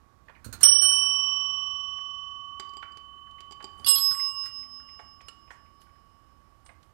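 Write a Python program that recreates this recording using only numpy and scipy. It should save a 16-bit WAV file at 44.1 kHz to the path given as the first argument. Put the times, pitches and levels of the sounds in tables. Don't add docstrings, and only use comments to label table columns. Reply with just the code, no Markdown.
import sys
import numpy as np
from scipy import signal
from scipy.fft import rfft, irfft, next_fast_len
from scipy.io import wavfile

SR = 44100
rng = np.random.default_rng(int(sys.argv[2]) if len(sys.argv) > 2 else 0)


def master_out(mix):
    frames = np.transpose(np.atleast_2d(mix))
    ceiling = np.clip(frames, -1, 1)
    pcm = np.round(ceiling * 32767).astype(np.int16)
    wavfile.write(sys.argv[1], SR, pcm)


N = 305613
T = np.arange(N) / SR


def amp(db):
    return 10 ** (np.asarray(db) / 20)


def add(out, s, piece):
    part = out[round(s * SR):round(s * SR) + len(piece)]
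    part += piece[:len(part)]


def dull(x, top_hz):
    return signal.lfilter(*signal.butter(2, min(top_hz, 18000), fs=SR), x)


def coloured(x, spectrum):
    size = next_fast_len(len(x))
    hz = np.maximum(np.arange(size // 2 + 1) * SR / size, 1)
    point_hz, point_db = np.transpose(spectrum)
    gain = amp(np.interp(np.log(hz), np.log(point_hz), point_db))
    return irfft(rfft(x, size) * gain / np.sqrt(np.mean(gain ** 2)), size)[:len(x)]


def resonate(x, hz, width_hz):
    r = np.exp(-np.pi * width_hz / SR)
    gain = (1 - r * r) / 2
    return signal.lfilter([gain, 0, -gain], [1, -2 * r * np.cos(2 * np.pi * hz / SR), r * r], x + 1e-18)


def steep_band(x, hz, width_hz):
    return resonate(resonate(x, hz, width_hz), hz, width_hz)


def puff(db, t60, rise=0.00025):
    age = np.arange(SR // 2) / SR
    envelope = amp(db - 60 * age / t60) * (1 - np.exp(-age / rise))
    return envelope * rng.standard_normal(len(age)) + 1e-18


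def ping(hz, db, t60):
    age = np.arange(SR // 4) / SR
    return amp(db - 60 * age / t60) * np.sin(2 * np.pi * hz * age)


def hiss_and_wash():
    # frequency in Hz, noise density in dB.
    hiss_colour = [(12, -34.5), (20, -13.5), (65, 3.5), (162, -10), (345, -13), (419, -19), (916, -16.5),
                   (1050, -19.5), (1150, -13.5), (1280, -18.5), (3040, -33), (5320, -34.5), (9830, -40.5),
                   (13700, -41.5), (15800, -50)]
    # crest time in seconds, lift in dB.
    washes = [(0.641, 13.5), (3.85, 9)]
    rise_s, fall_s = 0.1, 0.18
    wash_db = sum(db * np.exp(np.minimum((T - s) / rise_s, (s - T) / fall_s)) for s, db in washes)
    return amp(-62.5 + wash_db) * coloured(rng.standard_normal(N), hiss_colour)


def low_tone():
    hz, start_s, length_s, fade_s, sag_db_per_s = 245.4, 4.53, 0.684, 0.066, 17
    age = T - start_s
    fades = np.clip(np.minimum(age, length_s - age) / fade_s, 0, 1)
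    return fades * amp(-64 - sag_db_per_s * age) * np.sin(2 * np.pi * hz * T)


def room_tail(x):
    t60, predelay_s = 0.4, 0.004
    age = np.arange(SR // 2) / SR
    tail = dull(rng.standard_normal(len(age)), top_hz=4500) * amp(-60 * age / t60) * (age > predelay_s)
    return amp(-11.5) * signal.fftconvolve(x, tail / np.sqrt(np.sum(tail ** 2)))[:N]


def scuffs():
    # start in seconds, level in dB, centre in Hz, width in Hz.
    strokes = [(2.27, -64, 5980, 5010), (3.775, -45, 8900, 3000), (4.99, -54.5, 5820, 6000),
               (5.27, -49, 9500, 2945), (5.501, -48, 6000, 6000), (5.795, -49, 4500, 1503),
               (5.8, -52, 11070, 4970), (6.646, -37.5, 8760, 1236), (6.82, -60, 10000, 6000)]
    out = np.zeros(N)
    for s, db, hz, width in strokes:
        add(out, s, steep_band(puff(db, t60=0.16, rise=0.027), hz, width))
    return out


def mouth_smacks():
    # start in seconds, click level in dB, mouth resonance in Hz, body level in dB.
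    smacks = [(0.2839, -49.5, 1820, -53), (0.2937, -51.5, 1498, -44.5), (0.35, -53, 2210, -70),
              (0.3631, -57.5, 1900, -71), (1.9839, -50.5, 1330, -49.5), (2.826, -37, 1620, -41),
              (3.27, -56.5, 1436, -68), (3.3822, -51.5, 2136, -57.5), (3.6032, -49, 1668, -42.5),
              (4.147, -46.5, 1900, -65), (4.196, -41.5, 2050, -62.5), (4.455, -44, 1930, -64),
              (4.6299, -54, 2070, -78), (4.798, -52, 1310, -74), (4.8883, -54, 2250, -65),
              (4.9926, -48.5, 1585, -40), (5.2056, -47.5, 2084, -51), (5.477, -59, 2370, -54),
              (5.5049, -40, 1710, -44), (6.6912, -48.5, 1740, -47)]
    draws = rng.uniform(low=(4.3, -67.5, 1300), high=(6.1, -57.5, 2100), size=(14, 3))
    chews = [(s, db, hz, db - 9) for s, db, hz in draws]
    out, t60 = np.zeros(N), 0.054
    for s, db, hz, body_db in smacks + chews:
        add(out, s, amp(13) * steep_band(puff(db, t60), hz, width_hz=820))
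        add(out, s, amp(13.5) * steep_band(puff(body_db, t60, rise=0.0028), hz=700, width_hz=1000))
    return out


def food_ticks():
    # start in seconds, ring level in dB, crack level in dB.
    hits = [(2.5974, -41.5, -32.5), (2.6925, -60, -56), (2.7354, -60, -53.5), (2.7691, -50, -51),
            (2.9208, -60.5, -61), (2.9717, -69, -43.5), (3.3109, -77, -57), (3.4053, -56.5, -43.5),
            (3.51, -49.5, -49), (3.522, -50, -42), (3.6264, -52.5, -48), (3.6429, -44, -39.5),
            (3.7969, -52.5, -52.5), (5.214, -78.5, -48.5), (5.2841, -43.5, -39), (5.8162, -68, -52),
            (6.6621, -71, -47), (6.8293, -70, -54)]
    # pitch in Hz, level in dB, t60 in seconds.
    first_plate = [(392, -4.5, 0.086), (825, -2.5, 0.033), (3100, -1, 0.055), (4776, 3, 0.042),
                   (7700, -32.5, .05), (7530, -7, 0.058), (10700, -37.5, 0.028)]
    second_plate = [(1374, -10.5, 0.13), (2900, 2.5, 0.12), (4410, 0, 0.033), (6000, -17, 0.054),
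                    (7640, -2.5, 0.052), (9000, -23, 0.065), (9300, -8.5, 0.049)]
    second_meal_s, crack_top_hz = 4.9, 7850
    scatter_db = rng.normal(0, 3, (len(hits), len(first_plate)))
    out = np.zeros(N)
    for (s, ring_db, crack_db), offsets_db in zip(hits, scatter_db):
        plate = first_plate if s < second_meal_s else second_plate
        for (hz, mode_db, t60), offset_db in zip(plate, offsets_db):
            add(out, s, ping(hz, ring_db + mode_db + offset_db, t60))
        crack = puff(crack_db, t60=0.034)
        add(out, s, dull(dull(crack, crack_top_hz), crack_top_hz))
    return out


def plunger_rattles():
    # start in seconds, level in dB, t60 in seconds, low-pass cutoff in Hz.
    rattles = [(0.444, -42, 0.14, 14960), (0.527, -35.5, 0.11, 15200), (0.537, -41, 0.043, 15000),
               (0.608, -35, 0.18, 12000), (0.634, -30.5, 0.22, 2500), (0.822, -34, 0.1, 5000),
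               (0.841, -33.5, 0.12, 5200), (0.912, -36.5, .075, 2440), (1.021, -39.5, 0.15, 1800),
               (4.11, -36, 0.1, 5970), (3.846, -44, .05, 12200), (4.435, -45, 0.1, 3940),
               (4.457, -45.5, 0.1, 14000)]
    # centre in Hz, width in Hz, gain in dB.
    plunger_resonances = [(1424, 280, 0.5), (4100, 150, -4), (4310, 70, 3), (6440, 121, -10),
                          (6792, 510, -8), (8310, 710, -9), (8920, 190, -0.5), (11057, 354, -16),
                          (12200, 122, -11), (12800, 104, -12), (13000, 183, -9.5), (13796, 232, -11.5)]
    # start in seconds, level in dB.
    paw_thumps = [(0.447, -56), (0.463, -39.5), (0.49, -44), (0.539, -49), (0.633, -46.5), (3.845, -60),
                  (4.111, -54.5)]
    noise, push = np.zeros(N), np.zeros(N)
    pulse = np.hanning(110)
    for s, db, t60, top_hz in rattles:
        add(noise, s, dull(puff(db, t60), top_hz))
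        add(push, s, amp(db - 22.5) * pulse)
    for s, db in paw_thumps:
        add(push, s, amp(db) * pulse)
    metal = sum(amp(db) * resonate(noise, hz, width) for hz, width, db in plunger_resonances)
    table = (amp(18) * resonate(push, hz=100, width_hz=30)
             + amp(9.5) * resonate(push, hz=210, width_hz=54)
             + amp(7.5) * resonate(push, hz=520.5, width_hz=200))
    return amp(6) * metal + amp(-8) * noise + table


def first_crash():
    # start in seconds, level in dB, t60 in seconds.
    hits = [(0.627, -30.5, 0.017), (0.631, -13, 0.067), (0.641, -20, 0.18), (0.812, -41, 0.17),
            (0.841, -43, 0.24)]
    # frequency in Hz, noise density in dB.
    steel_colour = [(180, -70), (300, -40.5), (1350, -22.5), (2560, -34.5), (3020, -15), (4650, -36),
                    (5570, -3.5), (6050, -18), (7500, -26), (8840, -1.5), (9600, -11), (13600, -22),
                    (15500, -37.5)]
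    noise = np.zeros(N)
    for s, db, t60 in hits:
        add(noise, s, puff(db, t60))
    return coloured(noise, steel_colour)


def second_crash():
    # start in seconds, level in dB, t60 in seconds.
    hits = [(3.864, -24, .06), (3.87, -26.5, .06), (3.882, -26.5, .08), (3.9, -28.5, .09),
            (3.951, -31.5, 0.092), (3.979, -32, 0.083), (4.112, -39.5, .06)]
    # frequency in Hz, noise density in dB.
    steel_colour = [(300, -9.5), (1500, -8.5), (2400, -15), (3400, 6), (4300, -3), (4800, -20),
                    (6000, -2.5), (7000, -16.5), (9500, -20.5), (11000, -3), (13000, 2.5), (15500, -11.5)]
    # centre in Hz, width in Hz, gain in dB.
    loose_parts = [(3350, 110, 8.5), (4030, 50, 11), (4310, 60, 16), (4690, 70, 9.5), (7000, 150, 3),
                   (9560, 150, -1.5), (10500, 140, 11)]
    # pitch in Hz, level in dB, t60 in seconds.
    clink_modes = [(3400, -7, 0.051), (4690, 0.8, .06), (9500, -8, .06)]
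    noise, clink = np.zeros(N), np.zeros(N)
    add(clink, 3.846, sum(ping(hz, db - 30, t60) for hz, db, t60 in clink_modes))
    for s, db, t60 in hits:
        add(noise, s, puff(db, t60, rise=0.0021))
    touches_per_s, rub_db = 2500, -7
    touches = (rng.random(N) < touches_per_s / SR) * np.sqrt(SR / touches_per_s)
    chatter = noise * (touches + amp(rub_db))
    clank = sum(amp(db) * resonate(chatter, hz, width) for hz, width, db in loose_parts)
    return clink + amp(-4.5) * coloured(chatter, steel_colour) + clank


def bell_mode(onsets, damping, hz, mode_db, t60):
    rim_family_hz = [1162.2, 3043.4, 5640, 10600, 13190, 2864.9, 8693.2, 10444.4, 11996.7, 12795.6, 13015.6]
    opposed_hz = [5640, 2864.9]
    sign = -1 if hz in opposed_hz else 1
    accent_octaves = 0.36
    out, decay_clock = np.zeros(N), np.cumsum(damping) / SR
    for s, rise, low_hz, high_hz, db, accent_hz, accent_db, rim_db in onsets:
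        if low_hz < hz < high_hz:
            nearness = np.exp(-.5 * (np.log2(hz / accent_hz) / accent_octaves) ** 2)
            level_db = mode_db + db + accent_db * nearness + rim_db * (hz in rim_family_hz)
            start = round(s * SR)
            age = T[start:] - T[start]
            decay_db = 60 * (decay_clock[start:] - decay_clock[start]) / t60
            fresh = sign * amp(level_db - decay_db) * np.sin(2 * np.pi * hz * age)
            fade_out = np.exp(-age / rise)
            out[start:] = fade_out * out[start:] + (1 - fade_out) * fresh
    return out


def first_bell():
    onsets = [(0.0, 0.013, 500, 1400, -41, 6500, 0.1, 18),
              (0.631, 0.0002, 500, 17000, -7.5, 6850, 17.5, 8.5),
              (0.643, 0.0025, 500, 17000, -8, 7030, 15, 11),
              (0.812, 0.012, 500, 17000, -0.24, 7000, 0, 0.1)]
    pitches = [1123.2, 1162.2, 1710.4, 3020.2, 3043.4, 4886, 5610.4, 5640, 6920, 8785.5, 9510.4, 10600,
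               12685.6, 13190, 13410.5]
    # level in dB, t60 in seconds.
    modes = [(-42.5, 14.54), (-50, 13), (-70.5, 16), (-21, 5.35), (-35, 5.9), (-44.5, 0.55), (-20.5, 2.167),
             (-28.5, 2), (-69.5, 9.8), (-13, 0.58), (-52, 2.1), (-77, 8.4), (-39, .6), (-43, 0.33),
             (-67.5, 1.9)]
    # time in seconds, gain of the hum modes in dB, gain of the upper modes in dB.
    waver = [(0.8, -0.5, -1.5), (1.3, 2, 0), (1.9, 3, -1.5), (2.2, 4, -2), (2.7, 7.5, -6.5), (3.0, 1, -5),
             (3.7, 5, -0.5), (4.0, -0.5, -5), (4.4, 4, -1.5), (4.9, 5, -1), (5.3, 3.5, -7),
             (5.8, 3.5, -1.5), (6.3, 2.5, -0.5), (6.93, 1, -1)]
    times, hum_db, upper_db = np.transpose(waver)
    out, damping = np.zeros(N), np.ones(N)
    for hz, (db, t60) in zip(pitches, modes):
        waver_db = np.interp(T, times, hum_db if hz < 1500 else upper_db)
        out += amp(waver_db) * bell_mode(onsets, damping, hz, db, t60)
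    return out


def second_bell():
    contacts = [(3.862, 0.00093, 500, 17000, -1.5, 6500, -17.5, -34),
                (3.88, 0.0056, 500, 17000, 1, 5000, -6, 2.5),
                (3.905, 0.033, 4000, 6200, 0.4, 5200, 0.27, 0.1),
                (3.922, 0.00091, 7000, 17000, -13.5, 8000, 7.5, 7.5),
                (3.952, 0.00049, 7000, 17000, 10, 7600, -30, -17.5),
                (3.9525, 0.0011, 2000, 4000, -17.5, 3000, -2.2, -5),
                (4.11, 0.0034, 500, 4000, 0.7, 2900, -17.5, 11),
                (4.455, 0.013, 500, 1210, -28, 1100, -1, 0.1)]
    pitches = [1113.4, 1315, 2863.2, 2864.9, 5215.5, 5209.7, 7641.6, 8096.5, 8693.2, 9115.6, 10444.4,
               11541.8, 11996.7, 12795.6, 13015.6, 15441.8]
    # level in dB, t60 under the paw in seconds.
    modes = [(-38.5, 3), (-64.5, 2.17), (-30, 2.78), (-42.5, 2.6), (-21, 1.967), (-23.5, 1.76), (-42, .89),
             (-14.5, 0.98), (-55, 1.5), (-41.5, 1.73), (-42.5, 1.9), (-25, 0.49), (-43.5, .9), (-43, 1.3),
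             (-58.5, 1.26), (-49, 0.4)]
    # pitch in Hz, level in dB.
    lingering_modes = [(8705, -90.5), (10444, -98), (12796, -92.5)]
    paw_off_s, release_s, free_damping = 5.55, 0.1, 0.44
    damping = free_damping + (1 - free_damping) / (1 + np.exp((T - paw_off_s) / release_s))
    ring = sum(bell_mode(contacts, damping, hz, db, t60) for hz, (db, t60) in zip(pitches, modes))
    struck = np.clip((T - contacts[0][0]) / 0.098, 0, 1)
    linger = struck * sum(amp(db) * np.sin(2 * np.pi * hz * T) for hz, db in lingering_modes)
    hum = amp(-67.5 - 4 * T) * np.sin(2 * np.pi * pitches[0] * T) * (T < 0.631)
    return hum + ring + linger


def scene():
    foley = first_crash() + second_crash() + plunger_rattles() + food_ticks() + mouth_smacks() + scuffs()
    faint_left_hiss = amp(-105) * rng.standard_normal(N)
    mix = foley + room_tail(foley) + hiss_and_wash() + low_tone() + first_bell() + second_bell()
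    return np.array([faint_left_hiss, 2 * mix])


def record(dry):
    cutoff_hz = 15900
    low_pass = signal.ellip(10, .5, 80, cutoff_hz, fs=SR, output="sos")
    return signal.sosfilt(low_pass, np.clip(dry, -.93, .93))


dry = scene()
out = record(dry)
master_out(out)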